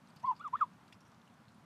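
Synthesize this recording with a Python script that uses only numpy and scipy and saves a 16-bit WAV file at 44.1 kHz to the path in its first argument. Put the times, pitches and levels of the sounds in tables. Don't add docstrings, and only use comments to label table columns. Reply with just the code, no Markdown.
import sys
import numpy as np
from scipy import signal
from scipy.fft import rfft, irfft, next_fast_len
from scipy.io import wavfile
from scipy.ndimage import uniform_filter1d, map_coordinates

SR = 44100
rng = np.random.default_rng(int(sys.argv[2]) if len(sys.argv) > 2 else 0)


def ratio(d):
    e = np.asarray(d, float) / 20
    return 10 ** e


def pcm_store(signal):
    levels = np.round(np.clip(np.atleast_2d(signal), -1, 1) * 32767)
    wavfile.write(sys.argv[1], SR, levels.astype(np.int16).T)


N = 72765

# (frequency [Hz], level per Hz [dB])
RUMBLE_COLOUR = [(25, -42.5), (45, -20), (81, -11), (162, -2), (241, -6), (320, -19), (500, -34.5),
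                 (900, -52.5)]
# (frequency [Hz], level per Hz [dB])
WATER_COLOUR = [(200, -14), (300, -2), (473, -5), (1000, -0.5), (1400, -3), (1940, -10.5), (8910, -26),
                (13500, -32)]
# (time [s], peak level [dB], centre frequency [Hz])
SNAP_EVENTS = [(0.074, -56.5, 4500), (.1615, -58.5, 12000), (.1617, -57, 6000), (.2, -62, 7000),
               (0.354, -58, 3840), (.395, -56.5, 6500), (0.4776, -52.5, 6770), (.609, -54.5, 4820),
               (.734, -61, 5040), (.879, -59, 4970), (.925, -49.5, 2010), (.927, -56.5, 7400),
               (1.007, -63, 8000), (1.08, -62, 8000), (1.117, -60, 5000), (1.146, -57, 4270),
               (1.216, -54.5, 3820), (1.255, -60, 4500), (1.279, -63, 7000), (1.3, -63, 4000),
               (1.34, -61.5, 5500), (1.369, -66, 3800), (1.489, -62, 7100), (1.52, -62, 6000)]
# (time [s], peak level [dB], ringing frequency [Hz], time to fall 60 dB [s])
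RUSTLE_EVENTS = [(0.083, -62.5, 8480, 0.084), (.1, -55, 4800, 0.028), (.125, -69, 3550, 0.031),
                 (.163, -54, 4760, 0.097), (.195, -56.5, 5100, 0.072), (.227, -59, 5900, 0.054),
                 (0.257, -57.5, 4600, 0.15), (.31, -55, 6200, .03), (.363, -57, 4800, 0.091),
                 (0.3778, -59, 4430, .06), (.474, -64.5, 2030, .04), (.568, -57.5, 3700, 0.068),
                 (.8784, -56, 4500, 0.026), (.9228, -43.5, 2640, 0.033), (0.9257, -57, 5100, 0.084),
                 (0.925, -44.5, 3400, 0.022), (1.004, -52, 5570, 0.043), (1.05, -65.5, 5750, 0.23),
                 (1.275, -60.5, 2850, 0.039), (1.48, -64, 4140, 0.11), (1.544, -59.5, 9300, 0.029)]
# (frequency [Hz], level [dB])
GRIT_COLOUR = [(1200, -37), (2500, 5), (5000, -7.5), (9000, -14), (14000, -24)]
# (time [s], peak level [dB], frequency [Hz])
FOOTFALLS = [
    (0.164, -44.5, 154.5),
    (0.239, -48, 118),
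    (0.39, -65, 120),
    (.542, -47.5, 105),
    (.665, -49.5, 180),
    (0.825, -54, 179),
    (0.949, -49, 110),
    (1.046, -56, 117),
    (1.151, -52, 170),
    (1.476, -56, 100),
]
# (time [s], pitch [Hz], effort [dB])
CALL_GLIDES = [
    [(0.2338, 823, -40.7), (0.2372, 929, -37.9), (0.2453, 991, -31.4), (0.2615, 1128, -46.2),
     (0.2835, 1015, -29.9), (0.3055, 1018, -33.9), (0.3158, 916, -23.7), (0.3218, 897, -22.9),
     (0.3326, 854, -31.4)],
    [(0.3974, 1135, -59.0), (0.4079, 1173, -51.3), (0.417, 1407, -39.2), (0.4344, 1484, -37.9),
     (0.445, 1367, -34.3), (0.4506, 1243, -41.5), (0.4665, 1165, -43.5), (0.4766, 1065, -50.0),
     (0.4878, 835, -39.3)],
    [(.5295, 900, -39.5), (.5366, 998, -29.2), (.5498, 1153, -42.9), (.5555, 1256, -30.7),
     (.572, 1750, -38), (.589, 1900, -39), (.6045, 1610, -31), (.6117, 1334, -22), (.6444, 894, -41)],
]
# (second partial level [dB], third partial level [dB], rasp level [dB])
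CALL_OVERTONES = [
    (-68, -69, -70),
    (-70, -73, -67),
    (-69, -82, -61),
]
# (frequency [Hz], level [dB])
WINDPIPE_COLOUR = [(800, -14.9), (911, -14.3), (982, 1.7), (1063, 2.5), (1170, 5.6), (1202, 3.3),
                   (1322, -3.8), (1542, -26.8)]
# (frequency [Hz], level [dB])
BILL_COLOUR = [(1500, -12), (2000, 0), (2850, -2), (3050, -8), (3400, 4), (3750, -8), (4400, -15),
               (9000, -32)]
# (frequency [Hz], time to fall 60 dB [s])
ECHO_DECAY = [(500, 0.19), (1200, 0.083), (5000, 0.061)]


def unit(x):
    return x / np.sqrt(np.mean(x ** 2) + 1e-20)


def along(points, hz):
    f, v = np.transpose(points)
    return np.interp(np.log(hz + 1), np.log(f + 1), v)


def wobble(rate):
    knots = rng.standard_normal(int(N * rate / SR) + 4)
    return map_coordinates(knots, [np.arange(N) * rate / SR])


def coloured(x, points):
    m = 2 * next_fast_len(N // 2 + SR // 4)
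    gain = ratio(along(points, np.fft.rfftfreq(m, 1 / SR)))
    cepstrum = irfft(np.log(gain + 1e-6), m)
    cepstrum[1:m // 2] *= 2
    cepstrum[m // 2 + 1:] = 0
    return irfft(rfft(x, m) * np.exp(rfft(cepstrum)), m)[:len(x)]


def rush(colour, patchy_db):
    z = signal.stft(rng.standard_normal(N), nperseg=512)[2]
    patches = uniform_filter1d(rng.standard_normal(z.shape), size=8, axis=0)
    patches = uniform_filter1d(patches, size=6, axis=1)
    noise = signal.istft(z * ratio(patchy_db * unit(patches)), nperseg=512)[1][:N]
    return unit(coloured(noise, colour))


def background():
    rumble_db, water_db = -63, -66
    whine_hz, whine_db = 8991, -100
    rumble_gain = ratio(rumble_db + 0.4 * wobble(3.5) + 1.3 * wobble(19))
    rumble = rumble_gain * rush(RUMBLE_COLOUR, patchy_db=-0.5)
    water_gain = ratio(water_db + 0.3 * wobble(2.5) + 0.5 * wobble(12))
    water = water_gain * rush(WATER_COLOUR, patchy_db=0.8)
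    whine = ratio(whine_db) * np.sqrt(2) * np.sin(2 * np.pi * whine_hz * np.arange(N) / SR)
    return rumble + water + whine


def grains(count=260):
    level_db, spread_db, centre_hz = -80.5, 4, 4500
    draw = rng.random((count, 2))
    size = rng.standard_normal(count)
    t = np.arange(160) / SR
    hz = (centre_hz * np.exp(0.13 * size))[:, None]
    strength = ratio(level_db - spread_db * np.log(draw[:, 1:] + 1e-9))
    tick = strength * np.sin(2 * np.pi * hz * t) * np.exp(-hz * t / 0.83)
    where = (draw[:, :1] * N).astype(int) + np.arange(len(t))
    return np.bincount(where.ravel(), tick.ravel(), N + len(t))[:N]


def snaps():
    fall_s, width, level_db = 0.02, 0.28, -9.5
    out, t = np.zeros(N + SR), np.arange(SR // 20) / SR
    hz_axis = np.fft.rfftfreq(len(t), 1 / SR)
    for s, db, hz in SNAP_EVENTS:
        colour = np.exp(-(np.log((hz_axis + 1) / hz) / width) ** 2 / 2)
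        burst = unit(irfft(rfft(rng.standard_normal(len(t))) * colour, len(t)))
        out[round(s * SR):][:len(t)] += ratio(db + level_db - 60 * t / fall_s) * burst
    return out[:N]


def rustles():
    ring_width, rise_s = 0.06, 0.0018
    level_db, spray_db, crackle_db = -10, -2, 3.5
    out, t = np.zeros(N + SR), np.arange(SR // 5) / SR
    hz_axis = np.fft.rfftfreq(len(t), 1 / SR)
    for s, db, hz, fall_s in RUSTLE_EVENTS:
        noise = rfft(rng.standard_normal(len(t)))
        ring = unit(irfft(noise / (1 + ((hz_axis / hz - 1) / ring_width) ** 2), len(t)))
        spray = unit(irfft(noise * ratio(along(GRIT_COLOUR, hz_axis)), len(t)))
        crackle = ratio(crackle_db * map_coordinates(rng.standard_normal(len(t)), [t * 350]))
        shape = ratio(db + level_db - 60 * t / fall_s) * (1 - np.exp(-t / rise_s))
        out[round(s * SR):][:len(t)] += shape * crackle * (ring + ratio(spray_db) * spray)
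    return out[:N]


def steps():
    fall_s, rise_s = 0.074, 0.0024
    t, out = np.arange(N) / SR, np.zeros(N)
    for s, db, hz in FOOTFALLS:
        since = np.clip(t - s, 0, None)
        shape = ratio(db - 60 * since / fall_s) * (1 - np.exp(-since / rise_s))
        out += shape * np.sin(2 * np.pi * hz * since)
    return out


def grunt(first_phase):
    start_s, long_s, pitch_hz = 0.229, 0.05, 210
    low_db, beat_db = -55, -50
    t = np.arange(N) / SR
    low = 2 * np.pi * pitch_hz * np.cumsum(1 + 0.051 * wobble(130)) / SR
    swell = np.sin(np.pi * np.clip((t - start_s) / long_s, 0, 1)) * ratio(3 * wobble(100))
    return swell * (ratio(low_db) * np.sin(low) + ratio(beat_db) * np.sin(first_phase - low))


def goose():
    attack_s, release_s = 0.004, 0.004
    flutter_db, jitter, breath_db = 0.3, 0.002, -14
    break_hz, break_db, break_jitter = 1480, 4, 0.02
    broken_db, follows = 3.5, 0.12
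    t, voice, upper, phases = np.arange(N) / SR, np.zeros(N), np.zeros(N), []
    for rows, (second_db, third_db, rasp_db) in zip(CALL_GLIDES, CALL_OVERTONES):
        s, hz, db = np.transpose(rows)
        pitch = np.interp(t, s, hz)
        strain = np.clip((pitch - break_hz) / 150, 0, 1)
        shaky_pitch = pitch * (1 + (jitter + break_jitter * strain) * wobble(220))
        phase = 2 * np.pi * np.cumsum(shaky_pitch) / SR
        phases.append(phase)
        edges = np.minimum((t - s[0]) / attack_s, (s[-1] - t) / release_s)
        gate = np.sqrt(2) * np.clip(edges + 1, 0, 1) ** 2
        effort_db = np.interp(t, s, db)
        air = rng.standard_normal(N)
        tone = ratio((flutter_db + break_db * strain) * wobble(150)) * np.sin(phase)
        breath = ratio(breath_db) * uniform_filter1d(air, size=14)
        voice += gate * ratio(effort_db) * (tone + breath)
        second = ratio(second_db + broken_db * wobble(70)) * np.sin(2 * phase)
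        third = ratio(third_db + broken_db * wobble(70)) * np.sin(3 * phase)
        rasp = ratio(rasp_db + 2.1 * wobble(121.2)) * air
        upper += gate * ratio(follows * (effort_db - db.mean())) * (second + third + rasp)
    return coloured(voice, WINDPIPE_COLOUR) + coloured(upper, BILL_COLOUR) + grunt(phases[0])


def bank_echo(x):
    level_db, delay_s = -27, 0.012
    hz, t, z = signal.stft(rng.standard_normal(SR // 4), SR, nperseg=256)
    fading = z * ratio(-60 * t / along(ECHO_DECAY, hz)[:, None])
    tail = signal.istft(fading, SR, nperseg=256)[1]
    late = np.pad(x, (round(delay_s * SR), 0))
    return ratio(level_db) * signal.fftconvolve(late, tail / np.linalg.norm(tail))[:N]


def scene():
    calls = goose()
    calls_and_echo = calls + bank_echo(calls)
    ground = rustles() + snaps() + grains() + steps()
    return (calls_and_echo + ground + background())[None]


def band_limit(x):
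    return signal.sosfilt(signal.butter(12, 14950, fs=SR, output="sos"), x)


def record(dry):
    low_cut_hz, top_hz = 62, 14100
    hz = np.fft.rfftfreq(N, 1 / SR)
    low_cut = hz ** 2 / (hz ** 2 + low_cut_hz ** 2)
    treble_cut = 1 / np.sqrt(1 + (hz / top_hz) ** 80)
    mix = irfft(rfft(dry) * low_cut * treble_cut, N)
    return band_limit(mix)


dry = scene()
out = record(dry)
pcm_store(out)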